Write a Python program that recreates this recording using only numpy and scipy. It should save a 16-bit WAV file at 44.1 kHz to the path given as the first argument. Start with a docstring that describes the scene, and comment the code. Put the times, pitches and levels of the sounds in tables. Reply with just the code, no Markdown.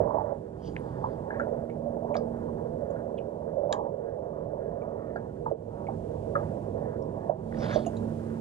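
"""Bass boat on a lake, from the deck.

The camera sits on deck in a waterproof case, two microphones behind its ports. The electric trolling
motor hums through the hull as the boat creeps along; ripples wash, gurgle and slap at the bow.
Close by, an angler casts: line sings in the guides, the spool whirrs, tackle ticks and rings.
Near the end his jacket swishes as he sweeps the rod back, and a foot thumps."""
import sys
import numpy as np
from scipy import signal
from scipy.fft import rfft, irfft, next_fast_len
from scipy.io import wavfile

SR = 44100
rng = np.random.default_rng(int(sys.argv[2]) if len(sys.argv) > 2 else 0)


def log_audio(samples):
    """Write samples as a 16-bit WAV file to the path given in sys.argv[1]."""
    # one column per channel
    frames = np.atleast_2d(samples).T
    # limit to full scale, then quantise
    limited = np.clip(frames, -1, 1)
    pcm = np.round(limited * 32767).astype(np.int16)
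    wavfile.write(sys.argv[1], SR, pcm)


N = 370686
TIME = np.arange(N) / SR
FFT_SIZE = next_fast_len(N + SR // 10, True)
BINS = np.maximum(np.fft.rfftfreq(FFT_SIZE, 1 / SR), 1)

# Propeller speed. Each row: time in seconds, blade passes per second.
BLADE_RATE = [(0, 77.8), (1.4, 78.3), (2.3, 77.9), (3.2, 77.5), (4.8, 77.0), (6.5, 76.3), (7.3, 75.9),
              (7.7, 75.6), (8.41, 75.9)]
# Thrust through the hull, and the propeller's higher purr. Each row: time in seconds, level in dB.
THRUST_LEVEL = [(0, -56), (0.6, -58), (1.2, -52), (1.42, -41), (1.8, -43), (2.25, -38.5), (2.9, -45),
                (3.6, -52), (4.3, -55.5), (4.8, -49), (5.5, -48.5), (6.9, -45), (7.3, -48), (7.6, -37.5),
                (8.41, -36)]
PURR_LEVEL = [(0, -56), (1.2, -55), (2.5, -53), (3.3, -50.5), (4.8, -48), (6.0, -48), (7.0, -48.5),
              (7.5, -54), (8.41, -55)]
# Their partials. Each row: multiple of the blade rate, gain in dB, share of the level's swing.
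THRUST_ORDERS = [(1, -15.5, 0.26), (2, -8.5, 0.6), (3, -1, 0.95)]
PURR_ORDERS = [(4, -3.5, 0.1), (5, -1, 0.5), (6, -0.5, 1), (7, -10, 0.5), (9, -9, 0.8)]
# The deck droning under the camera. Each row: time in seconds, pitch in Hz, level in dB.
DECK_DRONE = [(0, 103.5, -52.5), (2, 103.5, -58), (3.8, 103.8, -59.5), (4.6, 104.1, -57.5),
              (5.5, 103.7, -48), (6.0, 103.4, -42), (6.8, 103.1, -43.5), (7.35, 104, -47),
              (7.7, 103.7, -41), (8.41, 103.4, -41.5)]
# Its partials. Each row: multiple of half that pitch, gain in dB, share of the level's swing.
DRONE_ORDERS = [(1.13, -16.5, 0.61), (2.003, -1.5, 0.92), (2.78, -12, 0.9), (3, -3.5, 0.88)]
# Propeller churn and hull rumble. Each row: frequency in Hz, relative level in dB.
CHURN_SPECTRUM = [(50, -35), (100, -2), (160, 3.5), (205, 2.5), (258, -3), (335, 2.5), (480, -7),
                  (800, -56)]
RUMBLE_SPECTRUM = [(20, -21), (35, -6), (55, 2), (90, 6.5), (160, 8.5), (215, 4.5), (258, 2), (335, 1),
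                   (480, 0), (800, -82)]
# Hull rumble, and ripples along the bow. Each row: time in seconds, level in dB.
RUMBLE_LEVEL = [(0, -33.5), (0.2, -40.5), (0.52, -47), (0.72, -37.5), (1.2, -39.5), (2.05, -44.5),
                (2.55, -39), (3.05, -44.5), (4.7, -44), (5.6, -42.5), (5.9, -40), (6.6, -37.5),
                (7.25, -40.5), (7.65, -35), (8.41, -43.5)]
RIPPLE_LEVEL = [(0, -42.5), (0.55, -49.5), (1.2, -41), (2.45, -41), (3.1, -38.5), (4.0, -38.5),
                (4.6, -39.5), (5.35, -45), (6.1, -40.5), (7.1, -41.5), (8.41, -48.5)]
# Larger waves. Each row: crest and length in seconds, then wash, gurgle and splash levels in dB.
WAVES = [(0.01, 0.068, -27.5, -41.5, -55.5), (0.157, 0.13, -32.5, -33.5, -57.5),
         (0.296, 0.094, -34, -48.5, -62), (0.99, 0.55, -51, -50.5, -64.5), (1.334, 0.085, -41, -41, -60),
         (1.525, 0.21, -36.5, -54.5, -65), (1.885, 0.12, -35.5, -61, -70), (2.147, 0.21, -34.5, -48, -72),
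         (2.487, 0.27, -53.5, -51.5, -63.5), (2.908, 0.17, -40, -60, -63), (3.614, 0.16, -34, -57, -82),
         (3.773, 0.14, -36, -40.5, -85), (4.816, 0.46, -40.5, -55, -70.5), (5.067, 0.2, -52.5, -63, -72),
         (5.797, 0.1, -47, -50.5, -80), (6.427, 0.24, -41, -52, -64.5), (6.836, 0.32, -39.5, -52, -67.5),
         (7.237, 0.29, -43, -49, -75), (7.685, 0.21, -35, -47.5, -56.5), (7.966, 0.77, -45.5, -55, -63.5)]
# Air between bow and water rings higher as it closes. Each row: time in seconds, pitch in Hz.
POCKET_PITCH = [(0.0, 584), (0.3, 596), (0.44, 491), (2.15, 572), (2.25, 484), (3.3, 563), (4.14, 531),
                (5.22, 562), (5.27, 491), (5.85, 549), (6.09, 479), (6.51, 568), (6.76, 492), (7.21, 543),
                (7.33, 635), (7.4, 509), (7.82, 599), (8.41, 469)]
# Hull and case resonances stirred by water. Each row: frequency in Hz, width in Hz, gain in dB.
WASH_MODES = [(405, 62, -3.5), (482.4, 61, -2), (570.4, 33.6, 1), (659.5, 100, -1), (700.4, 30, -3)]
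GURGLE_MODES = [(795, 199, 5), (995, 77, 7), (1040, 150, -0.5)]
SPLASH_MODES = [(1166, 140, 6), (1503, 190, 3), (1650, 93, 5.5), (1796, 380, -4)]
# Wavelets slapping the hull, and one low foot thump near the end. Each row: start in seconds,
# relative peak in dB, pitch in Hz, t60 in seconds, rise in seconds, fall as a share of the pitch.
HULL_BLOWS = [(0.0005, -15, 600, 0.025, 0.002, 0.12), (0.021, -21, 575, 0.029, 0.003, 0.082),
              (0.034, -21, 598, 0.05, 0.002, 0.14), (0.056, -21.5, 622, 0.04, 0.0018, 0.069),
              (0.072, -28, 970, 0.03, 0.0013, 0), (0.105, -26, 1005, 0.039, 0.002, 0),
              (0.137, -21.5, 658, 0.086, .006, 0), (0.183, -27, 918, 0.028, 0.0037, 0),
              (0.205, -27, 856, 0.05, 0.0024, 0), (0.286, -28, 671, 0.13, .0015, 0),
              (0.324, -26.5, 670, 0.035, 0.0012, 0.097), (1.038, -23, 878, 0.033, 0.002, 0.0047),
              (1.412, -23.5, 573, 0.091, 0.0012, 0.021), (1.468, -21, 602, 0.017, .0015, 0),
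              (1.523, -27, 535, 0.059, 0.0024, 0), (1.855, -22.5, 592, 0.22, .004, 0.061),
              (1.966, -22.5, 610, 0.036, 0.0016, 0), (2.044, -25, 646, 0.059, 0.0022, 0.17),
              (2.104, -28, 607, 0.034, 0.0023, 0.47), (2.152, -18.5, 700, 0.017, 0.0024, 0.039),
              (2.208, -26.5, 510, 0.016, 0.0017, 0.35), (2.817, -26, 563, 0.091, 0.0022, 0.055),
              (2.898, -24.5, 582, 0.069, 0.003, 0.1), (3.016, -30.5, 556, 0.03, 0.0015, 0.12),
              (3.076, -27, 571, 0.041, 0.0016, 0.23), (3.141, -28.5, 555, 0.043, 0.0014, 0.16),
              (3.584, -23, 580, 0.08, .007, .05), (3.632, -20.5, 579, 0.087, 0.0011, 0.1),
              (3.689, -21, 592, 0.09, 0.003, 0.039), (3.709, -20.5, 628, 0.02, 0.002, 0.048),
              (4.53, -26, 564, 0.065, 0.0036, 0.12), (5.158, -23.5, 672, 0.019, 0.0013, 0),
              (5.460, -22.5, 885, 0.033, 0.0036, 0.18), (5.476, -36, 915, 0.051, 0.004, 0),
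              (5.511, -18.5, 554, 0.029, 0.003, 0.54), (5.520, -21.5, 434, 0.015, 0.0046, 0),
              (5.885, -24.5, 783, 0.03, 0.0012, 0.0022), (6.351, -22, 565, 0.14, 0.0065, 0),
              (7.176, -32.5, 618, 0.02, 0.0016, 0.18), (7.293, -12.5, 618, 0.015, 0.0052, 0.22),
              (7.757, -11, 607.5, 0.068, 0.0026, 0.05), (7.861, -22, 674, 0.07, 0.0048, 0),
              (7.868, -23.5, 325, 0.022, .004, 0.041)]
# The first wave arrives from the right. Each row: time in seconds, left channel gain in dB.
BOW_LEFT_GAIN = [(0, -11), (0.33, -6.5), (0.5, -1)]
# Microphone hiss. Each row: time in seconds, level in dB.
HISS_LEVEL = [(0, -73.5), (0.55, -76.5), (0.68, -70.5), (2.0, -76), (2.45, -73.5), (3.4, -76), (3.8, -78.5),
              (5.0, -77.5), (5.65, -73.5), (5.95, -70.5), (6.45, -68), (7.0, -74), (7.4, -71),
              (7.65, -63.5), (8.41, -66.5)]
# Its colour, and the left side's further tilt. 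Each row: frequency in Hz, gain in dB.
HISS_SPECTRUM = [(800, -3), (2500, 0), (4200, -1.5), (6200, -1), (7400, 1), (8600, .5), (10000, -1.5),
                 (11200, -9), (12600, -9.5), (14000, -17)]
HISS_LEFT_TILT = [(2500, 5.5), (4500, -1.5), (6500, -5.5), (8000, -9), (13000, -21.5)]
# Line in the guides: cast, squeak, back sweep. Each row: time in seconds, pitch in Hz, level in dB.
CAST_LINE = [(0.6, 4930, -90), (0.635, 5400, -73), (0.675, 6200, -77), (0.71, 6750, -79), (0.76, 7000, -90)]
SQUEAK_LINE = [(3.173, 3540, -70), (3.178, 3270, -63), (3.186, 2790, -51), (3.195, 2670, -66),
               (3.23, 2660, -82)]
SWEEP_LINE = [(7.56, 5030, -75), (7.597, 5460, -59), (7.62, 5060, -57), (7.69, 4700, -69),
              (7.748, 6400, -54.5), (7.772, 4470, -65), (7.84, 3910, -73)]
# The spool spins up, then coasts. Each row: start of the hold and its length in seconds, level in dB.
SPOOL_SPIN = [(0.645, 0.033, -61.5)]
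SPOOL_COAST = [(0.73, 0.42, -80.5)]
# Resonances of the spinning spool, coasting spool, sharp clicks and taut line in the guides.
# Each row: frequency in Hz, width in Hz, gain in dB.
SPIN_MODES = [(3170, 220, 3), (4500, 150, -3), (4780, 130, 3), (6300, 900, -13)]
COAST_MODES = [(3300, 700, -6), (4830, 300, -4)]
CLICK_MODES = [(1770, 490, 2), (3140, 350, 3.5), (3750, 510, 4), (5100, 930, -2.5), (6860, 140, 12),
               (9400, 390, -22), (12000, 1500, -17)]
RASP_MODES = [(3480, 210, -2), (3920, 250, -10), (4430, 210, -7.5), (6500, 870, -31)]
# Small tackle pinging, and hollow knocks about the boat. Each row: start in seconds,
# relative peak in dB, pitch in Hz, t60 in seconds, relative peak of the shared ring in dB.
PINGS = [(0.646, -56, 3230, 0.04, -85), (0.677, -59, 4580, 0.035, -85), (0.765, -51, 2400, 0.014, -78),
         (0.7955, -66, 10250, 0.035, -82), (1.697, -55.5, 2230, 0.026, -81),
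         (2.143, -40.5, 2250, 0.011, -61), (2.167, -42, 4880, 0.014, -62), (2.905, -77, 3200, 0.029, -65),
         (3.726, -38, 3160, 0.012, -43), (4.818, -61, 2310, 0.065, -83), (5.161, -67, 4580, 0.037, -77),
         (5.868, -50.5, 2220, 0.049, -84), (7.022, -64, 5420, 0.038, -78), (7.863, -49, 2820, 0.063, -48),
         (7.863, -55.5, 10100, 0.045, -78), (7.864, -51, 6530, 0.071, -70), (7.967, -52, 3910, 0.081, -60)]
KNOCKS = [(1.039, -26.5, 1003, 0.036, -59), (1.304, -35, 1615, 0.032, -43), (1.342, -45, 1650, 0.035, -56),
          (1.3955, -29, 1375, 0.025, -36.5), (1.403, -33, 1454, 0.018, -36), (1.415, -39, 1410, 0.017, -51),
          (2.151, -32.5, 1207, 0.01, -44), (2.96, -49, 1450, 0.047, -60), (3.726, -35.5, 1120, 0.03, -34.5),
          (5.157, -41, 1396, 0.04, -44), (5.168, -45, 1470, 0.031, -47.5), (5.458, -37, 1175, 0.038, -59),
          (6.352, -22, 1265, 0.059, -35), (6.359, -29.5, 1192, 0.027, -39), (7.637, -46, 1430, 0.038, -56),
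          (7.728, -47, 1305, 0.073, -41)]
# Sharp clicks: reel and rod snaps, and the bright edges of hull knocks.
# Each row: start in seconds, peak in dB, low and high edge in Hz, t60 in seconds.
CLICKS = [(0.764, -29, 1240, 2690, 0.0074), (1.398, -57, 1500, 2950, 0.005),
          (1.396, -58, 4500, 10000, .006), (1.698, -62, 1900, 3140, 0.011), (2.15, -48, 1590, 4600, 0.025),
          (2.1658, -39.5, 3070, 6050, 0.008), (2.173, -52, 4400, 5400, 0.0084),
          (3.7253, -20.5, 1600, 7990, 0.012), (7.523, -41, 1180, 1920, 0.012),
          (7.542, -47, 1210, 2180, 0.014), (7.632, -43, 1200, 5200, 0.03), (7.642, -39, 1200, 4400, 0.023),
          (7.664, -43, 1200, 4200, 0.025), (7.71, -31.5, 1000, 2270, 0.029), (7.731, -38, 1200, 2140, .025),
          (7.849, -47, 1000, 2700, 0.01), (7.86, -52, 2500, 10100, .03)]
# Trickles off the bow. Each row: middle and half length in seconds, pitch in Hz, level in dB.
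TRICKLES = [(1.367, 0.048, 1740, -60), (2.996, 0.035, 1610, -65.5), (4.104, 0.043, 1620, -70.5),
            (4.38, 0.065, 1094, -60), (4.66, 0.046, 1650, -66.5), (4.86, 0.05, 1160, -56.5),
            (5.053, 0.04, 1180, -58), (5.08, 0.088, 1780, -69.5), (5.808, 0.073, 1290, -63),
            (6.857, 0.042, 1770, -64), (7.258, 0.06, 1750, -67)]
# The level dips briefly after two sharp slaps. Each row: start in seconds, nominal depth in dB.
DIPS = [(5.522, 10.5), (7.302, 9.5)]
# The jacket sweeps, the line comes taut. Each row: start and length of the hold in seconds, level in dB.
JACKET_STROKES = [(7.635, 0.13, -47.5)]
TAUT_STROKES = [(7.754, 0.02, -49.5)]
# Rubbing jacket cloth. Each row: frequency in Hz, relative level in dB.
CLOTH_SPECTRUM = [(1000, 15.5), (1700, 7), (2400, -0.5), (3100, -2.5), (3550, 3), (4300, -3), (5100, -6),
                  (5800, -24.5), (6700, -9), (8100, -38), (9200, -22.5), (13000, -45)]
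# Balance of the case's two ports. Each row: frequency in Hz, left minus right in dB.
PORT_BALANCE = [(100, -5.5), (200, -6.5), (370, -10), (480, -13.5), (600, -18.5), (720, -14), (850, -5.5),
                (1200, -1), (2300, 0), (4200, .5), (7000, -1.5), (10000, -4)]
# Phase between the ports. Each row: frequency in Hz, lead of the left in radians.
PORT_PHASE = [(300, 0), (490, 2.4), (620, 0), (820, 1.94), (1500, 1.82), (2200, 1.85), (3000, 0.8),
              (5000, -1.5), (9000, -1.2)]


def from_db(db):
    """Decibels to gain."""
    return 10 ** (np.asarray(db) / 20)


def rms_one(x):
    """Scale to unit rms."""
    return x / np.sqrt(np.mean(x ** 2) + 1e-20)


def in_time(rows):
    """Each column of a curve at every sample."""
    s, *columns = np.transpose(rows)
    return [np.interp(TIME, s, column) for column in columns]


def over_hz(points):
    """A curve at every frequency bin."""
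    hz, value = np.transpose(points)
    return np.interp(np.log(BINS), np.log(hz), value)


def phase_of(hz):
    """Running phase of a moving pitch, in radians."""
    return 2 * np.pi * np.cumsum(hz) / SR


def drift(rate_hz):
    """Random wander of unit rms, mostly slower than the rate."""
    size = N // 64
    hz = np.arange(size // 2 + 1) * SR / N
    spectrum = rfft(rng.standard_normal(size)) / (1 + (hz / rate_hz) ** 2) * (hz > 1)
    return np.interp(np.linspace(0, size - 1, N), np.arange(size), rms_one(irfft(spectrum, size)))


def butter(x, order, edges_hz, kind):
    """Butterworth filter."""
    return signal.sosfilt(signal.butter(order, edges_hz, kind, fs=SR, output="sos"), x)


def equalise(x, curve):
    """Filter by a curve of dB over Hz."""
    return irfft(rfft(x, FFT_SIZE) * from_db(over_hz(curve)), FFT_SIZE)[:N]


def coloured_noise(spectrum):
    """Steady noise of unit rms with this spectrum."""
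    return rms_one(equalise(rng.standard_normal(N), spectrum))


def resonate(x, hz, width_hz):
    """One resonance with unit gain at its peak."""
    r = np.exp(-np.pi * width_hz / SR)
    feedback = [1, -2 * r * np.cos(2 * np.pi * hz / SR), r * r]
    return signal.lfilter(np.array([1, 0, -1]) * (1 - r * r) / 2, feedback, x + 1e-18)


def body(x, modes, low_hz, high_hz, order=5):
    """Parallel resonances radiating between two edges, at unit rms."""
    rings = sum((-1) ** k * from_db(db) * resonate(x, hz, width)
                for k, (hz, width, db) in enumerate(modes))
    return rms_one(butter(rings, order, [low_hz, high_hz], "band"))


def grains(per_s, spread_db, clump_db):
    """Random little impulses of uneven size, swelling in clumps."""
    sizes = from_db(spread_db * np.minimum(rng.exponential(1, N), 4)) * rng.choice([-1, 1], N)
    return sizes * (rng.random(N) < per_s / SR) * from_db(clump_db * drift(15))


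def strokes(rows, attack_s, release_s):
    """Gain that rises, holds and falls; attack and release are the times for 20 dB."""
    gain = np.zeros(N)
    for s, hold_s, db in rows:
        before, after = np.maximum(s - TIME, 0), np.maximum(TIME - s - hold_s, 0)
        gain += from_db(db - 20 * (before / attack_s + after / release_s))
    return gain


def add(out, s, sound, peak_db):
    """Place a sound at a time with a given peak."""
    at = round(s * SR)
    out[at:at + len(sound)] += (from_db(peak_db) * sound / np.abs(sound).max())[:N - at]


def blows(rows, thud_db, thud_t60, tail_db, tail_t60, width_share, gain_db):
    """Each blow swells into one mode whose pitch sags; neighbouring modes add a thud and a faint tail."""
    out, t = np.zeros(N), TIME[:SR // 4]
    for s, db, hz, t60, rise_s, sag in rows:
        pitch_hz = hz * (1 + sag * (np.exp(-t / 0.011) - .5))
        tone = np.sin(phase_of(pitch_hz)) * from_db(-60 * t / t60)
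        attack = 1 - np.exp(-(t / rise_s) ** 3)
        neighbours = rms_one(resonate(rng.standard_normal(len(t)), hz, width_share * hz))
        decay = from_db(thud_db - 60 * t / thud_t60) + from_db(tail_db - 60 * t / tail_t60)
        neighbours *= np.abs(tone * attack).max() * decay
        add(out, s, butter((tone + neighbours) * attack, 3, [0.44 * hz, 1.23 * hz], "band"), db + gain_db)
    return out


def with_ring(rows, ring_hz, t60_ratio, rise_s, sag):
    """Pair each blow's own mode with a ring they all share; a damped blow damps both."""
    modes = []
    for s, db, hz, t60, ring_db in rows:
        modes += [(s, db, hz, t60, rise_s, sag), (s, ring_db, ring_hz, t60_ratio * t60, rise_s, sag)]
    return modes


def hum(base_hz, level_db, orders, waver, flutter_db):
    """Orders of a rotation, each fluttering in the uneven flow and following the load by its own share."""
    turn = phase_of(base_hz * (1 + waver * drift(13)))
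    out, mean_db = np.zeros(N), level_db.mean()
    for multiple, db, share in orders:
        order_db = mean_db + share * (level_db - mean_db) + db + flutter_db * drift(2.6)
        out += np.sqrt(2) * from_db(order_db) * np.sin(multiple * turn + rng.uniform(0, 2 * np.pi))
    return out


def trolling_motor():
    """Through the hull: the propeller hums, purrs and churns harder with thrust; the deck drones."""
    blade_hz, = in_time(BLADE_RATE)
    thrust_db, = in_time(THRUST_LEVEL)
    purr_db, = in_time(PURR_LEVEL)
    drone_hz, drone_db = in_time(DECK_DRONE)
    propeller = hum(blade_hz, thrust_db, THRUST_ORDERS, waver=.001, flutter_db=1.2)
    purr = hum(blade_hz, purr_db, PURR_ORDERS, waver=.002, flutter_db=2.2)
    churn_db = -49.5 + 0.87 * (thrust_db - thrust_db.mean())
    churn = from_db(churn_db) * coloured_noise(CHURN_SPECTRUM)
    drone = hum(drone_hz / 2, drone_db, DRONE_ORDERS, waver=0.0057, flutter_db=2.0)
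    return propeller + purr + churn + drone


def hull_rumble():
    """The hull booms low as it pushes through the water."""
    level_db, = in_time(RUMBLE_LEVEL)
    return from_db(level_db) * coloured_noise(RUMBLE_SPECTRUM)


def wave_gains(gurgle_db=-57, splash_db=-71, rise_share=0.47):
    """Gains of wash, gurgle and splash: running ripples, plus a bell-shaped swell for each wave."""
    ripple_db, = in_time(RIPPLE_LEVEL)
    swing_db = ripple_db - ripple_db.mean()
    power = from_db([ripple_db, gurgle_db + 0.52 * swing_db, splash_db + 0.06 * swing_db]) ** 2
    for s, length_s, *levels_db in WAVES:
        width_s = length_s * np.where(TIME < s, rise_share, 1 - rise_share)
        power += np.outer(from_db(levels_db) ** 2, np.exp(-((TIME - s) / width_s) ** 2))
    return np.sqrt(power)


def air_pocket(width_hz=70):
    """Ripples keep the hollow under the bow ringing at its moving pitch."""
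    hz, = in_time(POCKET_PITCH)
    ringing = butter(rng.standard_normal((2, N)), 2, width_hz / 2, "low")
    phase = phase_of(hz)
    return rms_one(ringing[0] * np.cos(phase) + ringing[1] * np.sin(phase))


def ripples():
    """Near water, throbbing with the blades, and far-side wash; smaller bubbles ring higher and sparser."""
    blade_hz, = in_time(BLADE_RATE)
    wash_gain, gurgle_gain, splash_gain = wave_gains()
    throb = 1 + 0.16 * np.sin(phase_of(blade_hz))
    near, far = (body(grains(3500, 1.8, 0.7), WASH_MODES, 300, 814) for side in range(2))
    wash = wash_gain * rms_one(throb * (near + from_db(-2) * air_pocket()))
    gurgle = gurgle_gain * body(throb * grains(2000, 1.5, 1.9), GURGLE_MODES, 730, 1147)
    splash = splash_gain * body(grains(1000, 1.2, 2.5), SPLASH_MODES, 1180, 2200)
    return wash + gurgle + splash, wash_gain * far


def hull_blows():
    """Wavelets slap the hull and a foot thumps once near the end, each a short tone in a broad thud."""
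    return blows(HULL_BLOWS, thud_db=-17, thud_t60=0.14, tail_db=-16, tail_t60=0.18,
                 width_share=0.43, gain_db=-1.5)


def microphone_hiss():
    """Each microphone hisses on its own, the right one brighter."""
    level_db, = in_time(HISS_LEVEL)
    left, right = (coloured_noise(HISS_SPECTRUM) for side in range(2))
    return from_db(level_db) * np.array([equalise(left, HISS_LEFT_TILT), right])


def singing_line(rows, width_hz, rasp_db=2):
    """Sliding line sings in a rough, narrow band whose pitch follows its speed."""
    hz, level_db = in_time(rows)
    band = butter(rng.standard_normal(N), 2, width_hz / 2, "low")
    rough = rms_one(band * from_db(rasp_db * drift(120)))
    sliding = (TIME > rows[0][0]) & (TIME < rows[-1][0])
    return sliding * from_db(level_db) * rough * np.sqrt(2) * np.sin(phase_of(hz))


def spool(attack_s=0.062, release_s=0.06):
    """Running line rings the spool in the cast; it coasts on with a thin whirr."""
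    spin = body(grains(3000, 2.9, 3.9), SPIN_MODES, 2500, 7000)
    coast = body(grains(3000, 1.5, 1.5), COAST_MODES, 2800, 6000)
    return (strokes(SPOOL_SPIN, attack_s, release_s) * spin
            + strokes(SPOOL_COAST, attack_s, release_s) * coast)


def tackle_pings():
    """Tackle and line guides ping, each at its own pitch over one bright ring."""
    modes = with_ring(PINGS, ring_hz=6910, t60_ratio=1.05, rise_s=0.00069, sag=0.018)
    return blows(modes, thud_db=-7, thud_t60=0.05, tail_db=-21, tail_t60=0.19,
                 width_share=.075, gain_db=2.5)


def sharp_clicks(rise_s=0.0005, tail_t60=0.1, tail_db=-24):
    """Reel and rod snaps and the bright edges of hull knocks: a short crack rings high resonances."""
    out, t = np.zeros(N), TIME[:SR // 5]
    for s, db, low_hz, high_hz, crack_t60 in CLICKS:
        decay = from_db(-60 * t / crack_t60) + from_db(tail_db - 60 * t / tail_t60)
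        force = decay * (1 - np.exp(-t / rise_s)) * rng.standard_normal(len(t))
        add(out, s, body(force, CLICK_MODES, low_hz, high_hz, order=3), db)
    return out


def boat_knocks():
    """Plips and knocks about the boat share one hollow ring."""
    modes = with_ring(KNOCKS, ring_hz=1650, t60_ratio=1.25, rise_s=0.0022, sag=0.042)
    return blows(modes, thud_db=-9.5, thud_t60=0.012, tail_db=-10, tail_t60=0.14,
                 width_share=0.065, gain_db=1)


def trickles(width_hz=250):
    """Short runs of small bubbles swell and fade off the bow, each ringing in a narrow band."""
    out = np.zeros(N)
    bubbles = grains(900, 1.5, 1.7)
    for s, half_s, hz, db in TRICKLES:
        run = np.abs(TIME - s) < .3
        ringing = resonate(resonate(bubbles[run], hz, width_hz), hz, width_hz)
        swell = np.exp(-.5 * ((TIME[run] - s) / half_s) ** 2)
        out[run] += from_db(db) * swell * rms_one(ringing)
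    return out


def level_dips(attack_s=0.0046, recovery_s=0.11):
    """Gain that drops quickly and creeps back."""
    gain_db = np.zeros(N)
    for s, depth_db in DIPS:
        age = np.maximum(TIME - s, 0)
        gain_db -= depth_db * (1 - np.exp(-age / attack_s)) * np.exp(-age / recovery_s)
    return from_db(gain_db)


def rod_sweep():
    """Stick and slip as the rod goes back: the jacket rustles broadly, taut line rasps in the guides."""
    line_grip, cloth_grip = (from_db(2.2 * drift(110)) * grains(4000, 1.3, .7) for surface in range(2))
    cloth = rms_one(butter(equalise(cloth_grip, CLOTH_SPECTRUM), 3, 1000, "high"))
    rasp = body(line_grip, RASP_MODES, 2700, 7200)
    return (strokes(JACKET_STROKES, attack_s=0.11, release_s=0.045) * cloth
            + strokes(TAUT_STROKES, attack_s=0.12, release_s=0.077) * rasp)


def camera_case(pressure):
    """One pressure reaches both ports; the right one booms with the case and lags in the midrange."""
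    left_over_right = from_db(over_hz(PORT_BALANCE)) * np.exp(1j * over_hz(PORT_PHASE))
    right = 2 * rfft(pressure, FFT_SIZE) / (1 + left_over_right)
    return irfft(np.array([left_over_right * right, right]), FFT_SIZE)[:, :N]


def scene():
    """Water, motor and angler in stereo from inside the case on deck, over the hiss."""
    thuds = hull_blows()
    clatter = boat_knocks() + tackle_pings() + sharp_clicks()
    near_water, far_water = ripples()
    dip = level_dips()
    left_db, = in_time(BOW_LEFT_GAIN)
    bow = camera_case(dip * (near_water + trickles()) + thuds)
    bow[0] *= from_db(left_db)
    bow[0] += from_db(-15.5) * dip * far_water  # the hull's far side reaches only the left port
    boat = trolling_motor() + hull_rumble()
    angler = spool() + rod_sweep() + singing_line(CAST_LINE, width_hz=240)
    angler += singing_line(SQUEAK_LINE, width_hz=560) + singing_line(SWEEP_LINE, width_hz=980)
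    return bow + camera_case(dip * boat + clatter + angler) + dip * microphone_hiss()


def record(dry):
    """The top is cut steeply above 13.2 kHz."""
    return signal.sosfilt(signal.ellip(10, .2, 80, 13200, fs=SR, output="sos"), dry)


dry = scene()
out = record(dry)
log_audio(out)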